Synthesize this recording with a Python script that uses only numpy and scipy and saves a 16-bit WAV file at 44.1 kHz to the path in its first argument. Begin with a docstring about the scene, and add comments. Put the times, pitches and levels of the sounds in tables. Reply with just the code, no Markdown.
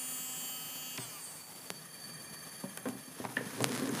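"""At a table in a small room, an electric motor drives a gyroscope, is switched off and coasts to rest,
its whine falling and its brushes hissing and squealing. The flywheel runs on, its bearings ringing the
metal frame. The stand is slid aside, things are put down with thumps and a clack that ring the table
top, and a denim sleeve rubs and ticks near the microphone."""
import sys
import numpy as np
from scipy import signal
from scipy.fft import rfft, irfft
from scipy.io import wavfile

SR = 44100
rng = np.random.default_rng(int(sys.argv[2]) if len(sys.argv) > 2 else 0)


def master(y):
    """Save y as 16-bit WAV."""
    cut = np.clip(np.atleast_2d(y).T, -1, 1)
    pcm = np.round(cut * 32767)  # scale
    wavfile.write(sys.argv[1], SR, pcm.astype(np.int16))


N = 176400
T = np.arange(N) / SR
HIT_T = T[:SR // 2]

# shaft speed under power: time_s, speed_hz
MOTOR_SPEED = [(0, 255.5), (.16, 255.8), (.33, 255.5), (.4, 255.05), (.66, 254.95), (.82, 255.8),
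               (.86, 256.4), (.96, 256.3)]
# partials of the powered whine: harmonic, level_db
WHINE_PARTIALS = [(1, -61.5), (2, -75), (3, -65), (4, -69), (5, -65), (7, -81), (8, -72.5), (9, -68),
                  (10, -61), (11, -58.5), (13, -61), (14, -76), (15, -72.5), (16, -87), (17, -68.5),
                  (18, -62), (19, -66), (21, -68.5), (22, -74), (24, -59), (25, -63), (26, -72), (28, -61),
                  (29, -59.5), (31, -79), (32, -59), (33, -57), (34, -70), (35, -60), (37, -79), (38, -71),
                  (39, -67), (40, -68), (41, -68), (42, -67), (44, -79), (45, -65.5), (46, -72), (47, -74),
                  (48, -54.5), (49, -69), (50, -74), (51, -60), (52, -62), (53, -74), (55, -75), (56, -69),
                  (58, -70), (59, -63)]
# partials that swell and fade on their own, keyed by harmonic: time_s, level_db
WHISTLE_LEVELS = {12: [(0, -60), (.4, -53.5), (.52, -50), (.64, -52.5), (.95, -54.5)], 20: [(0, -74),
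                  (.45, -71), (.65, -63), (.8, -80)], 27: [(0, -51.5), (.5, -52.5), (.62, -66), (.8, -52),
                  (.95, -56.5)], 30: [(0, -52), (.26, -46), (.44, -47.5), (.6, -55), (.73, -60),
                  (.95, -59)], 36: [(0, -44), (.15, -46), (.24, -54.5), (.48, -55), (.66, -63), (.78, -63),
                  (.95, -70)], 54: [(0, -64), (.11, -49), (.24, -50), (.36, -64), (.52, -50), (.8, -55),
                  (.88, -66)], 57: [(0, -59), (.1, -50), (.24, -54), (.32, -69), (.66, -57), (.88, -53),
                  (.95, -58)]}
# resonances of the motor housing: frequency_hz, gain_db
HOUSING_EQ = [(200, -14), (1200, -2), (1900, -14), (2400, -3.5), (2650, -7), (3000, 1.5), (3900, -8),
              (5100, -1), (5500, -7), (6400, 3), (6750, 0), (7600, -0.5), (9050, 7), (9600, -11),
              (12800, -6), (14300, 0), (15300, -6)]
# fade of the coasting whine: time_s, level_db
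COAST_LEVEL = [(.96, -59.5), (1.05, -60.5), (1.11, -64), (1.16, -62), (1.2, -66), (1.3, -69.5), (1.4, -73),
               (1.6, -91), (1.85, -86)]
# brush squeal, relative to the coasting whine: time_s, gain_db
SQUEAL_GAIN = [(1.1, -33), (1.18, -17), (1.245, 10.5), (1.28, -2), (1.33, 6), (1.42, -1)]
# tone of the brush hiss: frequency_hz, gain_db
BRUSH_EQ = [(150, -2), (400, -11), (800, 2.5), (1200, -2.5), (2400, -2.5), (4000, -22), (5800, -10),
            (7200, 2), (9000, -3), (10600, 1.5), (12500, -6), (15000, -1)]
# fade of the brush hiss: time_s, level_db
HISS_LEVEL = [(0, -54.5), (.5, -54), (.95, -54.5), (1.3, -54), (1.5, -54), (1.66, -56.5), (1.8, -63),
              (2, -90)]
OFF_S, COAST_HZ_PER_S, COAST_EASE_HZ_PER_S2 = .962, 292, 40
SQUEAL_HZ, SQUEAL_WIDTH_HZ, COMMUTATOR_DB = 8900, 1400, 13

# frame resonances rung by the bearings: pitch_hz, base_width_hz, gain_db
FRAME_MODES = [(1200, 150, -8), (1703, 165, -4.5), (1835, 17, -13.5), (2378, 25, -11.5), (3200, 33, -12.5),
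               (6400, 91, -7.5), (7370, 350, -11), (8700, 74, -7.5), (9960, 190, -0.5), (10230, 140, -15),
               (13400, 300, -7)]
# envelope of those resonances together: time_s, level_db
FRAME_ENVELOPE = [(0, -53), (1.3, -58), (1.45, -66), (1.78, -56), (2.05, -51.5), (2.45, -51.5),
                  (2.7, -52.5), (3.2, -56), (4, -50)]
# envelope of the frame's strongest ring: time_s, level_db
RING_ENVELOPE = [(0, -59), (.95, -56.5), (1.17, -58), (1.3, -58.5), (1.6, -60), (1.7, -58.5), (1.8, -57),
                 (1.95, -58.5), (2.04, -49), (2.13, -56), (2.5, -54), (2.84, -65), (3.1, -60.5),
                 (3.22, -76)]
CAGE_HZ, RING_HZ, RING_WIDTH_HZ, RING_EVENNESS = 11.8, 4566, 66, .7

# room tone and microphone noise: frequency_hz, gain_db
ROOM_TONE_EQ = [(20, -13), (50, -2), (100, 0.5), (135, 8), (160, 17), (190, 9.5), (260, 9), (330, 4),
                (550, 5), (800, 2.5), (1400, -1), (2100, -5.5), (2700, -4), (3400, -1.5), (4000, -6.5),
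                (5000, -4), (8000, -6.5), (10500, 2.5), (11500, 0), (12800, -6.5), (15300, -9)]

# snaps of switch and metal: start_s, level_db, centre_hz, width_hz, t60_s
SNAP_CUES = [(0.9763, -29.5, 6150, 9000, 0.008), (0.9795, -32, 2010, 1790, 0.014),
             (1.375, -54.5, 2380, 50, 0.29), (2.775, -31.5, 2100, 805, 0.014),
             (2.774, -29.5, 10600, 8900, 0.011), (2.887, -32, 6000, 12000, 0.0046),
             (3.2508, -27.5, 930, 940, 0.016), (3.25, -39.5, 3000, 5000, 0.014),
             (3.301, -38, 3000, 4000, 0.0037), (3.622, -35.5, 8300, 3000, 0.014),
             (3.63, -32, 8600, 3530, .006), (3.892, -35, 7000, 1500, 0.013)]
# dull thumps, and the low swing under the sharp tick at 1.70 s:
# start_s, level_db, cutoff_hz, note_pitch_hz, note_t60_s, note_gain_db
THUMP_CUES = [(.981, -43.5, 2500, 1020, 0.027, 5), (0.988, -41, 297, 133, 0.056, 3.5),
              (1.704, -49.5, 450, 181, 0.09, 9.5), (2.637, -38, 705, 562, 0.17, -1),
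              (2.640, -56, 303, 190, 0.12, 20), (2.774, -48.5, 1800, 600, .015, 9),
              (2.856, -36, 1360, 510, 0.07, 4), (2.868, -36, 810, 260, 0.15, 3),
              (2.886, -39, 880, 246, 0.092, 7), (2.948, -43, 500, 262, 0.094, 3),
              (3.076, -55, 398, 259.6, 0.29, 8.5), (3.201, -37.5, 595, 317, 0.019, 10.5),
              (3.242, -41, 1370, 830, 0.023, 5), (3.252, -43, 1540, 990, 0.0067, 21.5),
              (3.371, -38, 1100, 285, 0.15, -1), (3.386, -41, 900, 370, .04, 4.5),
              (3.41, -52, 794, 477, 0.033, 21.5), (3.463, -50, 700, 185, 0.051, 19),
              (3.605, -33.5, 900, 513, 0.014, 9), (3.819, -34.5, 590, 288, 0.033, -3),
              (3.892, -36, 1090, 337, 0.025, -9)]
# modes of the table top: pitch_hz, gain_db, t60_s
TABLE_MODES = [(124, -7.5, 0.31), (193, -6, 0.11), (261.8, -4.5, 0.17), (384.5, -3, 0.11),
               (510, -7.5, 0.037), (597, -14.5, 0.15), (671, -9, 0.052), (769, -14, 0.17),
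               (1054, -9, 0.091), (1215, -35, 0.12), (1560, -3, 0.046)]
# a hard object set down: start_s, level_db
CLACK_CUES = [(3.3679, -22), (3.378, -56)]
# modes of that object: pitch_hz, gain_db, t60_s
CLACK_MODES = [(1000, -18, 0.044), (1470, -6, 0.013), (1737, 1, 0.032), (1860, -3.5, 0.04),
               (2390, -22, 0.03), (2850, -8, 0.019), (3050, -17, 0.025), (3165, -15.5, 0.023)]

# dry ticks: start_s, level_db
TICK_CUES = [(1.7037, -14.5), (3.606, -21), (3.6431, -4), (3.652, -27), (3.662, -27), (3.694, -24.5),
             (3.708, -35), (3.721, -21), (3.73, -27), (3.743, -28), (3.751, -21), (3.762, -23.5),
             (3.777, -19.5), (3.798, -23.5), (3.857, -25), (3.875, -24), (3.951, -20)]
# tone of a tick: frequency_hz, gain_db
TICK_EQ = [(30, -25), (150, -12), (330, 15.5), (550, 14), (1000, 9.5), (2500, 9.5), (5000, 4.5), (9000, 3),
           (12000, 1.5), (16000, -31.5)]

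# tone of the sliding stand: frequency_hz, gain_db
SLIDE_EQ = [(50, -28), (110, -9.5), (160, 3.5), (250, -4), (400, -10.5), (620, -14.5), (1200, -25),
            (4000, -35)]
# the two pushes of the slide: time_s, level_db
SLIDE_ENVELOPE = [(1.7, -90), (1.9, -68), (2.2, -53.5), (2.42, -57.5), (2.55, -78), (2.8, -57), (3.1, -90)]

# tone of the sleeve's rumble: frequency_hz, gain_db
RUMBLE_EQ = [(20, -39), (60, -15), (95, -23), (125, 3.5), (190, -6), (260, 8.5), (320, -4.5), (480, -2.5),
             (700, -21.5), (1100, -18), (2000, -50), (5000, -55)]
# swells of the rumble: time_s, level_db
RUMBLE_ENVELOPE = [(3.05, -80), (3.18, -58), (3.25, -47), (3.33, -56.5), (3.42, -46.5), (3.52, -56),
                   (3.59, -37.5), (3.72, -37.5), (3.8, -39.5), (3.89, -35), (3.95, -38.5), (4, -38.5)]
# tone of the sleeve's rasp: frequency_hz, gain_db
RASP_EQ = [(200, -11), (800, 5), (1700, 3), (3000, -3), (5000, -2.5), (8000, -7), (10500, -4.5),
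           (13000, -17), (15500, -13)]
# swells of the rasp: time_s, level_db
RASP_ENVELOPE = [(3.05, -84), (3.19, -52), (3.25, -54.5), (3.33, -56), (3.45, -49.5), (3.56, -49),
                 (3.63, -44.5), (3.68, -46.5), (3.76, -42), (3.84, -46), (3.91, -51), (4, -38.5)]

KNOCK_SEND_DB, TICK_SEND_DB, HIGH_CUT_HZ = -9, -46, 15450


def amp(db):
    """Decibels to gain."""
    return 10 ** (np.asarray(db) / 20)


def unit(x):
    """Scales to rms 1."""
    return x / np.sqrt(np.mean(x ** 2) + 1e-20)


def curve(points):
    """An automation curve at every sample."""
    return np.interp(T, *np.transpose(points))


def eq_db(eq, hz):
    """An EQ curve's gain, read on a log-frequency axis."""
    corners_hz, db = np.transpose(eq)
    return np.interp(np.log(hz + 1), np.log(corners_hz), db)


def colour(x, eq):
    """Applies an EQ curve and scales to rms 1."""
    return unit(irfft(rfft(x) * amp(eq_db(eq, np.fft.rfftfreq(N, 1 / SR))), N))


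def add(mix, start_s, sound):
    """Mixes a sound in at its cue."""
    part = mix[round(start_s * SR):][:len(sound)]
    part += sound[:len(part)]


def drift(hz):
    """Smooth random wander of rms about 1, rolling off around hz."""
    rates_hz = np.fft.rfftfreq(800, 1 / 200)
    slow = unit(irfft(rfft(rng.standard_normal(800)) * np.exp(-(rates_hz / hz) ** 2)))
    return np.interp(T, np.linspace(0, T[-1], len(slow)), slow)


def resonate(x, hz, *widths_hz):
    """Resonators in series at one pitch, one for each width."""
    for width in widths_hz:
        radius = np.exp(-np.pi * width / SR)
        x = signal.lfilter([1 - radius], [1, -radius * np.exp(2j * np.pi * hz / SR)], x).real
    return x


def lowpass(x, hz):
    """A gentle treble cut."""
    return signal.lfilter(*signal.butter(2, hz, fs=SR), x)


def highpass(x, hz):
    """A bass cut."""
    return signal.sosfilt(signal.butter(3, hz, "highpass", fs=SR, output="sos"), x)


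def decay(t60_s):
    """An envelope that falls 60 dB in t60_s."""
    return np.exp(-np.log(1000) * HIT_T / t60_s)


def burst(t60_s):
    """Noise that dies away."""
    return rng.standard_normal(len(HIT_T)) * decay(t60_s)


def ring(modes, spread_db=0):
    """Decaying modes of alternating polarity, their strengths varying with the place struck."""
    out = np.zeros(len(HIT_T))
    for k, (hz, db, t60_s) in enumerate(modes):
        gain = (-1) ** k * amp(db + spread_db * rng.standard_normal())
        out += gain * decay(t60_s) * np.sin(2 * np.pi * hz * HIT_T)
    return out


def powered_whine(angle):
    """Shaft harmonics under power; the higher ones waver more and slowly sink in level."""
    partials = [(k, curve(points)) for k, points in WHISTLE_LEVELS.items()]
    for k, db in WHINE_PARTIALS:
        height = k / WHINE_PARTIALS[-1][0]
        waver_db = 2.5 * (.5 + height) * drift(hz=4)
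        sag_db = 5 * height * (T - OFF_S / 2)
        partials.append((k, db + waver_db - sag_db))
    out = np.zeros(N)
    for k, level_db in partials:
        jitter = .08 * drift(hz=8)
        out += amp(level_db) * np.cos(k * angle + jitter + 2 * np.pi * rng.random())
    return out


def coasting_whine(angle, speed_hz):
    """Rough shaft harmonics glide down through the housing's resonances and the brushes' squeal."""
    squeal = amp(curve(SQUEAL_GAIN))
    out = np.zeros(N)
    for k in range(1, 130):
        hz = k * speed_hz
        cut_db = COMMUTATOR_DB if k > 14 and k % 3 else 0  # every third high partial stands out
        gain = amp(eq_db(HOUSING_EQ, hz) - cut_db + 3 * drift(hz=14)) * (hz < HIGH_CUT_HZ)
        gain *= 1 + squeal * np.exp(-((hz - SQUEAL_HZ) / SQUEAL_WIDTH_HZ) ** 2)
        jitter = 1.15e-4 * hz * drift(hz=100)
        out += gain * np.cos(k * angle + jitter + 2 * np.pi * rng.random())
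    return out * amp(curve(COAST_LEVEL)) * (speed_hz > 10)


def motor():
    """The whine holds until switch-off, then winds down; the brush hiss pulses once a turn."""
    coast_s = np.maximum(T - OFF_S, 0)
    lost_hz = COAST_HZ_PER_S * coast_s - COAST_EASE_HZ_PER_S2 * np.minimum(coast_s, 1) ** 2
    speed_hz = np.maximum(curve(MOTOR_SPEED) - lost_hz, 0)
    angle = 2 * np.pi * np.cumsum(speed_hz) / SR
    power = np.clip(1 - coast_s / 0.038, 0, 1)  # 38 ms crossfade
    whine = power * powered_whine(angle) + (1 - power) * coasting_whine(angle, speed_hz)
    hiss = colour(rng.standard_normal(N) * (1 + .5 * np.cos(angle)), BRUSH_EQ)
    return np.sqrt(2) * whine + hiss * amp(curve(HISS_LEVEL))


def flywheel():
    """Bearing noise, throbbing with the ball cage, rings the frame."""
    cage = 2 * np.pi * np.cumsum(CAGE_HZ * (1 + 0.094 * drift(hz=1.6))) / SR
    throb = np.exp(0.24 * (0.45 * np.cos(cage) + np.cos(2 * cage) + .5 * np.cos(3 * cage)))
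    roll = rng.standard_normal(N) * throb
    frame = sum(amp(db) * unit(resonate(roll, hz, 1.07 * width, 6 * width))
                for hz, width, db in FRAME_MODES)
    tone = resonate(roll, RING_HZ, RING_WIDTH_HZ, RING_WIDTH_HZ)
    compressed = tone / (abs(signal.hilbert(tone)) + 1e-9) ** RING_EVENNESS
    rough_ring = unit(compressed * (1 + 0.42 * drift(hz=76)))
    return unit(frame) * amp(curve(FRAME_ENVELOPE)) + rough_ring * amp(curve(RING_ENVELOPE))


def room_tone(level_db=-52.5):
    """A faintly fluttering bed of room and microphone noise."""
    return amp(level_db + 1.83 * drift(hz=31)) * colour(rng.standard_normal(N), ROOM_TONE_EQ)


def snap(hz, width_hz, t60_s):
    """A short rattle of noise in one resonance."""
    noise = rng.standard_normal(len(HIT_T))
    return unit(resonate(noise, hz, width_hz, width_hz)) * decay(t60_s)


def thump(cutoff_hz, note_hz, note_t60_s, note_db):
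    """Muffled table-top modes and a thud of noise, with one short pitched note."""
    body = ring(TABLE_MODES, spread_db=3.25) + amp(11) * lowpass(burst(t60_s=0.068), 3400)
    return lowpass(body, cutoff_hz) + ring([(note_hz, note_db, note_t60_s)])


def room_echo(send, t60_s=0.39, cutoff_hz=2510):
    """The short, dull echo of a small room, building over 18 ms."""
    tail = lowpass(burst(t60_s), cutoff_hz) * np.minimum(HIT_T / 0.018, 1)
    return signal.fftconvolve(send, tail / np.linalg.norm(tail))[:N] * np.sqrt(2 * cutoff_hz / SR)


def ticks(size=4096):
    """Single sharp impulses with a short low swing after them."""
    log_gain = np.log(amp(eq_db(TICK_EQ, abs(np.fft.fftfreq(size, 1 / SR)))))
    spectrum = np.exp(np.conj(signal.hilbert(log_gain)))  # minimum phase keeps the attack sharp
    tick = np.fft.ifft(spectrum).real
    out = np.zeros(N)
    for start_s, db in TICK_CUES:
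        add(out, start_s, -amp(db) * tick / abs(tick).max())
    return out


def stand_slide():
    """The stand's feet drag over the table top with a faint, uneven rumble."""
    return colour(rng.standard_normal(N), SLIDE_EQ) * amp(curve(SLIDE_ENVELOPE) + drift(hz=14))


def sleeve():
    """Cloth dragged over the table: a lumpy rumble and a grainy rasp."""
    rumble = colour(rng.standard_normal(N), RUMBLE_EQ) * amp(curve(RUMBLE_ENVELOPE) + 2.3 * drift(hz=25))
    grains = rng.standard_normal(N) * amp(2.5 * np.minimum(rng.exponential(1, N), 6))
    rasp = colour(grains, RASP_EQ) * amp(curve(RASP_ENVELOPE) + 1.8 * drift(hz=90))
    return rumble + rasp


def clack():
    """A hard object lands, rings briefly and rattles."""
    return ring(CLACK_MODES) + amp(-16.5) * snap(hz=1650, width_hz=1300, t60_s=0.16)


def knocks():
    """Thumps, clacks and snaps on one bus, with the low end trimmed."""
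    bus = np.zeros(N)
    for start_s, db, *voicing in THUMP_CUES:
        add(bus, start_s, amp(db) * thump(*voicing))
    for start_s, db in CLACK_CUES:
        add(bus, start_s, amp(db) * clack())
    for start_s, db, *voicing in SNAP_CUES:
        add(bus, start_s, amp(db) * snap(*voicing))
    return highpass(bus, hz=125)


def scene():
    """The mix, the same in both channels; only knocks and ticks feed the echo."""
    hits, dry_ticks = knocks(), ticks()
    beds = room_tone() + motor() + flywheel() + stand_slide() + sleeve()
    echo = room_echo(amp(KNOCK_SEND_DB) * hits + amp(TICK_SEND_DB) * dry_ticks)
    mono = beds + hits + dry_ticks + echo
    return np.array([mono, mono])


def record(dry):
    """The microphone's bass cut and a steep high cut."""
    high_cut = signal.firwin(511, HIGH_CUT_HZ, window=("kaiser", 9), fs=SR)
    return signal.oaconvolve(highpass(dry, hz=75), high_cut[None], "same")


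dry = scene()
out = record(dry)
master(out)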